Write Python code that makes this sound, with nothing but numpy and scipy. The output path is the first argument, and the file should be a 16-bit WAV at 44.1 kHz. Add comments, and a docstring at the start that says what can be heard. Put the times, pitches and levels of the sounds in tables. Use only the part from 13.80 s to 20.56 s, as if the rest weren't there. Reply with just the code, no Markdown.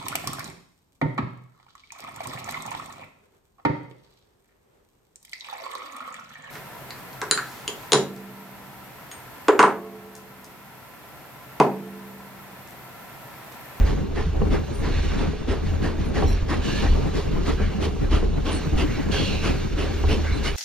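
"""A jolt booms through the carriage body, and at once a steam engine ahead puffs, three times a second.
Heard from an open carriage window: the puffs are bands of noise that swell fast and die, with echoes off trees.
Below, shaken body modes boom, coloured noise rolls with the wheels and damped low tones thud.
On a curve the flanges grind as patchy noise through wheel modes, with gliding noise squeals and purer squeaks.
Joints and couplings knock as chords of damped tones; a faint ringing rail and a thin hiss lie behind it all."""
import sys
import numpy as np
from scipy import signal
from scipy.fft import rfft, irfft
from scipy.io import wavfile
from scipy.ndimage import uniform_filter1d

SR = 44100
rng = np.random.default_rng(int(sys.argv[2]) if len(sys.argv) > 2 else 0)


def wav_record(signal):
    """Record a signal, one row per channel, as 16-bit PCM in the file named by sys.argv[1]."""
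    frames = np.transpose(np.atleast_2d(signal))
    bounded = np.clip(frames, -1, 1)
    # unit amplitude maps onto the largest positive 16-bit level
    quanta = np.round(bounded * 32767).astype(np.int16)
    wavfile.write(sys.argv[1], SR, quanta)


N = 298116
T = np.arange(N) / SR  # time of each sample [s]
HZ = np.fft.rfftfreq(N, 1 / SR)  # frequency of each spectrum bin [Hz]


def amp(db):
    """Decibels to gain."""
    return 10 ** (np.asarray(db) / 20)


def evened(x):
    """Scales to rms 1."""
    return x / np.sqrt(np.mean(x ** 2) + 1e-20)


def read(f, value):
    """Reads a curve over frequency at every bin, joined on a log frequency axis."""
    return np.interp(np.log(HZ + 1), np.log(np.add(f, 1)), value)


def colour_gain(rows):
    """Turns a table of (frequency [Hz], density [dB per Hz]) into a gain for each bin."""
    return amp(read(*np.transpose(rows)))


def curves(rows):
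    """Joins each level column of a (time [s], level [dB], ...) table over every sample."""
    s, *columns = np.transpose(rows)
    return [np.interp(T, s, column) for column in columns]


def smoothed_twice(x, size):
    """Two running means in a row leave only slow drift."""
    return uniform_filter1d(uniform_filter1d(x, size=size), size=size)


def noise(gain, patchy_db=None):
    """Two unrelated noises of one colour; patches of level drifting over time and pitch are shared by both."""
    x = irfft(rfft(rng.standard_normal((2, N))) * gain, N)
    if patchy_db is None:
        return evened(x)
    z = signal.stft(x, nperseg=512)[2]
    patches = rng.standard_normal(z.shape[:0:-1]).T
    patches = uniform_filter1d(patches, size=5, axis=0)  # across pitch
    patches = evened(uniform_filter1d(patches, size=8, axis=1))  # across time
    patchy = signal.istft(z * amp(patchy_db * patches), nperseg=512)[1]
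    return evened(patchy[:, :N])


def peak(hz, width):
    """Gain of one steep resonance."""
    return 1 / (1 + ((HZ - hz) / (0.83 * width)) ** 2)


def hump(s, wide):
    """A smooth swell of power centred on s seconds, `wide` seconds between its 1/e points."""
    return np.exp(-((T - s) / (wide / 2)) ** 2)


def grain(depth_db, count, size):
    """A gain that jumps about, each clump lasting some `size` samples."""
    drift = evened(smoothed_twice(rng.standard_normal(count), size))
    return evened(amp(depth_db * np.clip(drift, -2.5, 2.5)))


SLIP_GRAIN_DB = 0.7  # unevenness of rubbing, also used in the short bursts


def band(hz, end_hz, width, length, skew=1.):
    """A grainy burst of noise in one gliding resonance; a skew below 1 brings its crest forward."""
    u = np.linspace(0, 1, int(length * SR))
    a, b = rng.standard_normal((2, 2, 20000))
    lowpass = signal.butter(2, width / 2, fs=SR, output="sos")
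    slow = signal.sosfilt(lowpass, a + 1j * b)[:, -len(u):]  # past the filter's start
    glide = np.exp(2j * np.pi * np.cumsum(hz + (end_hz - hz) * u) / SR)
    x = (slow * glide).real
    x = evened(x * grain(SLIP_GRAIN_DB, count=20000, size=250)[:len(u)])
    return x * np.sin(np.pi * u ** skew) ** 0.69


def add(mix, s, sound):
    """Mixes a sound in at s seconds, cut off at the end of the mix."""
    part = mix[:, round(s * SR):][:, :sound.shape[1]]
    part += sound[:, :part.shape[1]]


# Thin hiss high above the wheels in pitch: (time [s], level [dB])
HISS_LEVEL = [(0, -49.5), (.4, -64), (1.04, -53.5), (1.5, -73), (1.92, -55), (2.45, -65), (2.96, -57),
              (3.5, -58.5), (4.3, -59.5), (4.45, -77), (4.7, -53.5), (5.35, -53), (5.9, -56.5), (6.23, -52),
              (6.48, -57.5), (6.76, -53)]
# Hiss colour: (frequency [Hz], relative density [dB per Hz])
HISS_COLOUR = [(4000, -12.5), (6000, 7.5), (8500, -0.5), (11000, -14.5), (13000, 3), (15000, -3)]


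def hiss():
    """Smooth treble noise that swells and sinks slowly."""
    level_db, = curves(HISS_LEVEL)
    return amp(level_db) * noise(colour_gain(HISS_COLOUR), patchy_db=3.5)


TUG_DELAY_S = 0.042  # each piston stroke tugs the train just after its puff
RAIL_DB, RING_HALF_WIDTH_S = -44, 0.035  # steady ring; half-width of each swell


def rail():
    """Noise in two close narrow modes: the rail rings faintly all along and swells with each stroke."""
    power = amp(RAIL_DB) ** 2
    for s, *_, ring_db in PUFF_EVENTS:
        power = power + amp(ring_db) ** 2 * hump(s + TUG_DELAY_S, 2 * RING_HALF_WIDTH_S)
    modes = noise(peak(405.5, 35)) + amp(-5.5) * noise(peak(446.5, 12))
    return np.sqrt(power) * modes


# Track unevenness as the body feels it: (time [s], sway mode level [dB], floor mode level [dB])
TRACK_UNEVENNESS = [(0, -21.5, -27.5), (.28, -34.5, -37), (.45, -23, -27), (0.759, -25, -23.5),
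                    (0.859, -44, -35.5), (1.1, -21, -27.5), (1.348, -27, -27.5), (1.6, -32.5, -39),
                    (1.95, -26.5, -21.5), (2.17, -31.5, -34.5), (2.35, -26.5, -26.5), (2.85, -34, -32.5),
                    (3.05, -25, -26.5), (3.4, -32.5, -32), (3.549, -24, -34.5), (3.95, -36.5, -31),
                    (4.45, -21.5, -25), (4.8, -33, -31.5), (5.1, -31.5, -33), (5.8, -30.5, -31.5),
                    (6.76, -29, -27.5)]
# Carriage body modes, sway then floor: (frequency [Hz], width [Hz])
BODY_MODES = [(37, 19), (76, 7.2)]
# Single jolts of the body: (time [s], length [s], sway mode level [dB], floor mode level [dB])
BODY_JOLTS = [(-0.001, 0.093, -14, -20), (0.116, 0.056, -26.5, -26), (0.548, 0.04, -29, -34),
              (1.196, 0.051, -26, -28), (1.712, 0.037, -25, -22.5), (2.45, 0.032, -28.5, -18.5),
              (2.502, 0.1, -18.5, -26.5), (2.63, 0.013, -22, -23), (2.796, 0.035, -28, -30),
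              (3.111, 0.075, -15, -23), (3.742, 0.043, -21.5, -23.5), (3.847, 0.056, -21, -19.5),
              (4.34, 0.042, -21.5, -20), (4.954, 0.035, -18, -22), (5.042, 0.061, -25, -27),
              (5.332, 0.048, -31.5, -25), (5.65, 0.03, -23.5, -26), (5.951, 0.037, -25, -41),
              (6.282, 0.057, -21, -17.5), (6.528, 0.02, -21.5, -21.5)]


def boom():
    """Track unevenness and jolts shake two low body modes, each wavering in pitch more than in strength."""
    out = 0
    for k, (level_db, (hz, width)) in enumerate(zip(curves(TRACK_UNEVENNESS), BODY_MODES)):
        power = amp(level_db) ** 2
        for s, length, *jolt_db in BODY_JOLTS:
            power += amp(jolt_db[k]) ** 2 * hump(s, length)
        z = signal.hilbert(noise(peak(hz, width)))
        steadied = evened((z / abs(z) ** .6).real)  # flattens the envelope, keeps the phase
        out = out + np.sqrt(power) * steadied
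    return out


# Wheels on rail between the strokes: (time [s], base level [dB])
ROLLING_LEVEL = [(0.0, -28.5), (0.21, -33.5), (0.45, -37), (0.62, -27.5), (0.77, -32.5), (1.05, -35),
                 (1.22, -31.5), (1.51, -33), (1.73, -38), (1.92, -31.5), (2.22, -34.5), (2.43, -29.5),
                 (2.58, -34), (2.79, -33.5), (2.94, -30.5), (3.26, -30), (3.69, -33.5), (4.59, -30.5),
                 (4.65, -35), (5.69, -31.5), (6.02, -34.5), (6.19, -32), (6.76, -34.5)]
# Rolling colour: (frequency [Hz], relative density [dB per Hz])
ROLLING_COLOUR = [(20, -59), (60, -50), (130, -50), (200, -52.5), (300, -54), (430, -58), (600, -63.5),
                  (800, -68), (1100, -71), (2000, -79.5), (4300, -96), (6500, -94), (8000, -95),
                  (15000, -104)]
# Bogie frame modes: (frequency [Hz], width [Hz], relative level [dB])
FRAME_MODES = [(150, 24, -7), (206.6, 20, -7), (294, 16, -11.5), (546, 34, -17.5), (768, 24, -17.5)]
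TUG_HALF_WIDTH_S, TUG_DB = 0.063, -2  # swell of the rolling, its power relative to the base
LUMP_DB = 2.5  # unevenness of the rumble


def rolling():
    """Rough wheel on rough rail, coloured by the bogie frame, swelling with each tug."""
    level_db, = curves(ROLLING_LEVEL)
    tug = sum(hump(s + TUG_DELAY_S, 2 * TUG_HALF_WIDTH_S) for s, *_ in PUFF_EVENTS)
    tug = amp(TUG_DB) ** 2 * tug
    frame = sum(amp(db) * noise(peak(hz, width), patchy_db=4.0) for hz, width, db in FRAME_MODES)
    rumble = amp(3.5) * noise(colour_gain(ROLLING_COLOUR), patchy_db=2.0)
    return amp(level_db) * np.sqrt(1 + tug) * (rumble + frame) * grain(LUMP_DB, N, size=1200)


# Dull thuds of slack parts under the floor: (time [s], level before the soft onset [dB], frequency [Hz])
FLOOR_THUDS = [(0.091, -17, 122), (.382, -24.5, 361), (.735, -11.5, 338), (0.463, -11.5, 164.5),
               (0.615, -7.5, 199), (1.158, -16.5, 143.6), (1.29, -18, 127), (1.858, -16, 150),
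               (2.368, -17, 412), (2.447, -9.5, 150), (2.663, -29.5, 132.5), (2.99, -22, 209),
               (3.088, -19.5, 162), (3.348, -19.5, 284), (3.469, -11.5, 108.5), (3.69, -10, 294),
               (3.8, -15, 194), (3.869, -15.5, 185), (3.946, -11.5, 197), (4.322, -18, 111),
               (4.863, -8, 150), (5.039, -10.5, 305.4), (5.849, -15.5, 125.3), (5.978, -14.5, 303),
               (6.37, -13, 195)]
THUD_T60_S = 0.091
SMALL_THUDS, SMALL_THUDS_DB, SMALL_THUDS_HZ = 24, -19.5, (104, 260)  # count, loudest, pitch range


def thuds():
    """Each thud is one low mode, pushed softly and dying fast; small ones fall at random."""
    out, t = np.zeros((2, N)), np.arange(10000) / SR
    low, high = SMALL_THUDS_HZ
    small = [(a * T[-1], SMALL_THUDS_DB - 6 * b, low * (high / low) ** c)
             for a, b, c in rng.random((SMALL_THUDS, 3))]
    events = FLOOR_THUDS + small
    for (s, db, hz), turn in zip(events, rng.random((len(events), 2, 1))):
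        push = 1 - np.exp(-t / 0.0081)
        fall = amp(db - 60 * t / THUD_T60_S)
        add(out, s, fall * push * np.sin(2 * np.pi * (hz * t + turn)))
    return out


# Wheel rubbing on rail between the bouts: (time [s], flange scrape drive [dB], tread creep drive [dB])
RUBBING_LEVEL = [(0, -49, -37), (.3, -51.5, -56.5), (.9, -47.5, -45.5), (2, -51.5, -51.5),
                 (2.75, -47.5, -47), (3.4, -44.5, -42.5), (4.3, -47.5, -58.5), (5.1, -47, -43.5),
                 (6.76, -43, -39)]
# Bouts of grinding as a wheel leans on the rail:
# (time [s], rise [s], hold [s], t60 [s], flange scrape drive [dB], tread creep drive [dB])
GRINDING_BOUTS = [(1.001, 0.14, 0.18, 1.8, -40.5, -36.5), (1.824, 0.038, 0.017, 1, -46, -41),
                  (2.16, 0.05, 0.031, 0.58, -47, -41), (2.37, 0.17, 0.026, 0.53, -45, -40.5),
                  (2.805, 0.048, 0.16, 0.99, -34, -43), (3.764, 0.046, .04, 0.79, -48, -36.5),
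                  (4.644, 0.034, 0.049, 1.3, -39, -35.5), (5.004, 0.12, 0.09, 0.49, -44, -35),
                  (5.315, 0.004, 0.16, 1.94, -34, -40), (5.742, .06, 0.02, 0.62, -61, -46),
                  (6.023, 0.071, 0.6, 1.6, -45, -42.5), (6.392, 0.038, 0.03, 0.94, -56, -43)]


def rubbing():
    """Strength of flange and tread rubbing: a slow level plus bouts that rise, hold and die."""
    power = amp(curves(RUBBING_LEVEL)) ** 2
    for s, rise, hold, t60, *db in GRINDING_BOUTS:
        after = np.clip(T - s - rise - hold, 0, None)
        shape = np.clip((T - s) / rise, 0, 1) * amp(-60 * after / t60)
        power = power + (amp(db)[:, None] * shape) ** 2
    return np.sqrt(power)


# Flange scrape colour: (frequency [Hz], relative density [dB per Hz])
SCRAPE_COLOUR = [(1800, -18.5), (2350, -1.5), (2850, -4.5), (4400, -7), (5200, -10.5), (6500, -10.5),
                 (10000, -19), (15000, -33)]
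# Tread creep colour: (frequency [Hz], relative density [dB per Hz])
CREEP_COLOUR = [(600, -8.5), (1100, -11), (1600, -8), (2200, -10), (2800, -18.5), (15000, -53.5)]
# Wheel disc modes: (frequency [Hz], width [Hz], level relative to the rubbing drive [dB])
WHEEL_MODES = [(1142, 35, -18.5), (1555, 66, -19), (1642, 23, -18), (2060, 280, -21.5), (2280, 74, -17),
               (2764, 88, -12), (2950, 25, -15.5), (3350, 40, -29), (3626, 200, -13), (3990, 27, -15),
               (4320, 41, -15), (4460, 100, -21.5), (4650, 27, -20.5), (5490, 79, -18.5), (5840, 50, -23.5),
               (6170, 90, -35.5)]


def flanges():
    """Flange and tread rub separately; each hiss rings the wheel modes in its own range."""
    flange, tread = rubbing()
    out = flange * amp(-3) * noise(colour_gain(SCRAPE_COLOUR), patchy_db=1.5)
    out += tread * amp(-4) * noise(colour_gain(CREEP_COLOUR), patchy_db=2.2)
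    for hz, width, db in WHEEL_MODES:
        rub = tread if hz < 2500 else flange
        out += amp(db) * rub * noise(peak(hz, width), patchy_db=1.9)
    return out * grain(SLIP_GRAIN_DB, N, size=400)


# Squeals, one wheel mode sticking and slipping:
# (time [s], length [s], start frequency [Hz], end frequency [Hz], width [Hz], level before the fades [dB])
WHEEL_SQUEALS = [(0.928, 0.1, 8740, 8600, 400, -45), (1.018, 0.28, 4200, 4230, 90, -52.5),
                 (1.121, 0.12, 1770, 1730, 200, -52), (2.245, 0.059, 9800, 9800, 300, -50),
                 (2.477, .08, 9400, 9600, 100, -49), (2.466, 0.096, 12200, 11800, 100, -50),
                 (2.544, 0.076, 2300, 2240, 700, -48), (2.811, 0.096, 1650, 1830, 194, -43),
                 (2.877, 0.19, 1605, 1804, 150, -38), (2.805, 0.22, 3000, 2730, 160, -47),
                 (2.83, 0.21, 3500, 4500, 500, -51), (3.767, 0.12, 1490, 1590, 300, -42),
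                 (3.793, 0.16, 2950, 3100, 250, -50.5), (3.794, 0.17, 2300, 2000, 250, -48),
                 (3.919, 0.1, 2800, 2720, 160, -50), (4.71, 0.092, 8600, 8100, 600, -37),
                 (5.06, .09, 2020, 1985, 310, -46), (5.311, .11, 2750, 2950, 400, -35.5),
                 (5.314, .22, 3330, 3330, 300, -37), (5.36, .37, 2900, 2480, 360, -36.5),
                 (5.331, .075, 1585, 1595, 210, -38.5), (5.316, .33, 4550, 3850, 500, -39.5),
                 (6.28, 0.068, 2650, 2920, 400, -38), (6.439, 0.097, 1593, 1477, 200, -39),
                 (6.441, 0.13, 2056, 2240, 231.5, -40), (6.522, 0.087, 8050, 8000, 100, -50)]


def squeals():
    """Thin unsteady whistles: noise in a gliding resonance as a wheel mode sticks and slips."""
    out = np.zeros((2, N))
    for s, length, hz, end_hz, width, db in WHEEL_SQUEALS:
        add(out, s, amp(db) * band(hz, end_hz, width, length, skew=0.63))
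    return out


# Squeaks, a wheel mode slipping cleanly:
# (time [s], length [s], frequency [Hz], rms level before the fades [dB], stutter depth [dB])
WHEEL_SQUEAKS = [(2.463, .11, 5670, -43, 5), (2.468, .085, 4100, -46, 2.5), (2.478, .045, 7370, -45, 3),
                 (4.728, .14, 4310, -45, 3.5), (4.74, .07, 2950, -47, 2), (6.52, .04, 4050, -40, 1.3),
                 (6.568, .027, 4045, -40.5, 1.3), (6.668, .055, 2935, -35, 3), (5.37, .05, 3310, -37, 2)]
SQUEAK_EDGE_S, SQUEAK_FADE_DB, SQUEAK_WOBBLE = .004, -10, .004  # fade over its length; pitch share


def squeaks():
    """Nearly pure tones of a cleanly slipping wheel mode that start at once, stutter and fade."""
    out = np.zeros((2, N))
    for s, length, hz, db, stutter_db in WHEEL_SQUEAKS:
        t = np.arange(0, length, 1 / SR)
        wobble = evened(uniform_filter1d(rng.standard_normal(8000), size=200))[:len(t)]
        cycles = np.cumsum(hz * (1 + SQUEAK_WOBBLE * wobble)) / SR
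        tone = np.sin(2 * np.pi * cycles)[None]
        edges = np.minimum(np.minimum(t, length - t) / SQUEAK_EDGE_S, 1)
        fade = amp(db + 3 + SQUEAK_FADE_DB * t / length)  # +3 dB: rms to sine peak
        add(out, s, edges * fade * tone * grain(stutter_db, count=8000, size=120)[:len(t)])
    return out


# Knocks at rail joints: (time [s], level [dB], sharpness as a boost of modes above 600 Hz [dB])
JOINT_KNOCKS = [(0.174, -38, 0), (0.615, -25, 1), (1.532, -33, -7), (2.368, -25, -3), (2.422, -21.5, 0),
                (3.053, -34, 4), (3.187, -28, -12), (3.799, -28, -6), (4.16, -36, 0), (4.424, -28, -3),
                (5.043, -36, -12), (5.34, -33, 4), (6.237, -26, 1)]
# What a knock rings, frame below 600 Hz and rail end above:
# (nominal frequency [Hz], relative level [dB], t60 [s])
JOINT_MODES = [(209.6, -2, 0.2), (294, -3, 0.12), (410, 0, 0.25), (465, -1, .16), (570, -5, 0.08),
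               (680, -5, .07), (780, -4, 0.12), (960, -5, 0.07), (1120, -5, .07), (1330, -11, 0.045),
               (1600, -16, .05), (1900, -17, .05), (2330, -17, .03), (2620, -18, .05), (2930, -20, .08)]
# Couplings rattle while each stroke takes up the slack: loudest blow, sharpness, time spread, blows a stroke
CLATTER_DB, CLATTER_SHARP_DB, CLATTER_S, CLATTERS = -42.5, 9, 0.054, 4


def knocks():
    """A blow starts all modes within 2 ms, the high ones more when sharp; small blows follow each stroke."""
    out, t = np.zeros((2, N)), np.arange(6000) / SR
    hz, mode_db, t60 = np.transpose(JOINT_MODES)[:, :, None]
    chance = rng.random((len(PUFF_EVENTS), CLATTERS, 2))
    small = [(s + a * CLATTER_S, CLATTER_DB - 8 * b, CLATTER_SHARP_DB)
             for (s, *_), row in zip(PUFF_EVENTS, chance) for a, b in row]
    events = JOINT_KNOCKS + small
    strays = rng.random((len(events), 2, 2, len(JOINT_MODES), 1))
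    for (s, db, sharp_db), (detune, turn) in zip(events, strays):
        ring = amp(db + mode_db + sharp_db * (hz > 600) - 60 * t / t60)
        ring = ring * np.minimum(t / 0.002, 1)
        cycles = hz * (.96 + 0.08 * detune) * t + turn  # each mode strays up to 4 % in pitch
        add(out, s, (ring * np.sin(2 * np.pi * cycles)).sum(axis=1))
    return out


# Exhaust puffs: (time [s], level at 800-6000 Hz before tilt [dB], bass thump [dB],
# treble tilt [dB per band], t60 of the lowest band [s], first echo colour off the nearest trees [Hz],
# its level relative to the puff [dB], second echo colour [Hz], its level [dB], rail ringing level [dB])
PUFF_EVENTS = [(0.06, -35, -8.5, -0.5, 0.51, 897, -4.5, 1830, -9, -42),
               (0.357, -30.5, -12, -2.5, 0.71, 757, -8.5, 1830, -9, -33.5),
               (0.713, -27.5, -8, -3, 0.27, 835, -13, 1322, -15, -48),
               (1.028, -32.5, -5, -2, 0.42, 1060, -9, 1863, -8.5, -34),
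               (1.384, -31, -4, -2.5, 0.31, 955, -8, 2550, -14, -41),
               (1.682, -29.5, -5, -2, 0.52, 1274, -16, 1910, -14, -34.5),
               (2.024, -29.5, -5.5, -2, 0.53, 1706, -9, 2720, -19, -46),
               (2.345, -32.5, -3, -0.5, 1, 792, -7, 1843, -5, -37),
               (2.691, -25, -9, -2.5, 0.42, 1116, -12, 1873, -12, -54),
               (3.023, -26, -9, -5.5, 0.19, 781, -12, 1806, -13.5, -41),
               (3.345, -36, -6, 0.5, 0.53, 1085, -7, 3670, -11, -36),
               (3.661, -29, -7, -0.5, 0.3, 1255, -8.5, 997, -16, -32),
               (4.015, -32, -3, 0.4, 0.22, 820, -13, 3140, -12, -29.5),
               (4.313, -29.5, -5.5, -0.66, 0.43, 1254, -8, 2970, -9.5, -52),
               (4.652, -29.5, -6, -2.5, 1, 1048, -12.5, 3170, -12, -46),
               (4.974, -29.5, -7, -0.2, 0.32, 1270, -15, 2860, -4.5, -34.5),
               (5.318, -35, -5.5, 1.5, 1, 1645, -4, 3110, -6, -35),
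               (5.634, -26, -11, -1, 0.33, 1324, -26, 2750, -11, -33.5),
               (5.974, -28.5, -7.5, -2, 0.71, 1222, -23, 2790, -10.5, -44),
               (6.29, -31, -2.5, 0.6, 0.35, 988, -11.5, 2840, -5.5, -31),
               (6.64, -29, -14.5, 0.85, 0.27, 2144, -7, 3014, -21, -37)]
# Steam colour: (frequency [Hz], relative density [dB per Hz])
PUFF_COLOUR = [(80, -62.5), (200, -52), (300, -47), (430, -54.5), (600, -57.5), (1100, -65.5),
               (2000, -67.5), (2700, -69.5), (4300, -71.5), (6500, -81), (10000, -82.5), (15000, -104)]
PUFF_LEAD_S, PUFF_RISE_S, PUFF_HOLD_S = 0.018, 0.039, 0.019  # the swell starts ahead of the listed time
TREBLE_HASTE = 0.15  # the treble dies faster by this share per band
PUFF_GRAIN_DB = 0.77  # unevenness of steam
ECHO_WIDTH, ECHO_S = 0.17, .08  # width as a share of its pitch


def exhaust():
    """Each puff of steam swells fast and dies; trees along the line throw back a longer tail."""
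    colour = colour_gain(PUFF_COLOUR)
    edges_hz = np.array([0, 850, 1700, 3500, 30000])
    reference = colour[(HZ > 800) & (HZ < 6000)]
    whole = np.sqrt(np.mean(reference ** 2) * 5200 / (SR / 2))  # strength at 800-6000 Hz
    out = np.zeros((2, N))
    for k in range(4):
        low_cut = 1 + (edges_hz[k] / (HZ + 1)) ** 6
        high_cut = 1 + (HZ / edges_hz[k + 1]) ** 6
        shape = colour / low_cut / high_cut
        power = np.zeros(N)
        for s, db, thump_db, tilt_db, t60, *_ in PUFF_EVENTS:
            u = np.clip(T - s + PUFF_LEAD_S, 0, None)
            swell = np.sin(np.pi / 2 * np.clip(u / PUFF_RISE_S, 0, 1)) ** 1.5
            after = np.clip(u - PUFF_RISE_S - PUFF_HOLD_S, 0, None)
            puff_fall = amp(-60 * after * (1 + TREBLE_HASTE * k) / t60) ** 2
            tree_tail = amp(-16.0 - 60 * after / 0.87) ** 2
            band_db = thump_db if k == 0 else tilt_db * k
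            power += (swell * amp(db + band_db)) ** 2 * (puff_fall + tree_tail)
        steam = noise(shape, patchy_db=2.0) * grain(PUFF_GRAIN_DB, N, size=120)
        out += np.sqrt(power * np.mean(shape ** 2)) / whole * steam
    for s, db, _, _, _, *echoes, _ in PUFF_EVENTS:
        for hz, echo_db in np.reshape(echoes, (2, 2)):
            add(out, s, amp(db + echo_db) * band(hz, hz, ECHO_WIDTH * hz, ECHO_S, skew=.75))
    return out


# Stereo image by pitch, opposite phase at 8.6-11.6 kHz:
# (frequency [Hz], likeness from ahead [0-1], right lead from ahead [rad],
# likeness from below [0-1], right lead from below [rad], left over right [dB])
STEREO_IMAGE = [(30, .995, 0.01, .995, 0.01, 0), (55, .98, 0.01, .98, 0.01, 0),
                (85, .8, 0.01, .8, 0.01, -.5), (130, .3, .1, .3, -1.2, 0), (300, .6, .2, .45, -2.3, 1),
                (700, .75, .8, .4, -3, .5), (1100, .85, .4, .4, .6, -1.5), (1900, .93, -.1, .75, -.2, -1.2),
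                (3400, .72, -.6, .5, -.5, -4.5), (5200, .55, -1.2, .42, -1.5, -1),
                (6500, .75, -1.8, .7, -1.9, .5), (7600, .9, -2.7, .9, -2.8, 0),
                (8600, 1, -np.pi, 1, -np.pi, 0), (11600, 1, -np.pi, 1, -np.pi, 0),
                (12500, .8, -3.3, .75, -3.4, 0), (15000, .3, -3.9, .35, -4.4, 0)]


def stereo_image(pair, same, lead):
    """Sets likeness, phase and level of right against left by pitch; unlike parts stay unrelated noise."""
    f, *columns = np.transpose(STEREO_IMAGE)
    likeness = np.clip(read(f, columns[same]), 0, 1)
    turn = np.exp(1j * read(f, columns[lead]))
    half = amp(read(f, columns[-1]) / 2)  # half the level difference goes to each side
    a, b = rfft(pair)
    right = likeness * turn * a + np.sqrt(1 - likeness ** 2) * b
    return irfft([a * half, right / half], N)


def scene():
    """Engine, flanges, knocks, hiss and rail come from ahead; boom, rolling and thuds from below."""
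    below = boom() + rolling() + thuds()
    ahead = hiss() + rail() + flanges() + squeals() + squeaks() + knocks() + exhaust()
    return stereo_image(ahead, same=0, lead=1) + stereo_image(below, same=2, lead=3)


EDGE_HZ = 15500


def record(dry):
    """The band limit: a steep low-pass takes away the top treble."""
    lowpass = signal.firwin(511, EDGE_HZ, window=("kaiser", 9), fs=SR)
    return signal.oaconvolve(dry, lowpass[None], "same")


dry = scene()
out = record(dry)
wav_record(out)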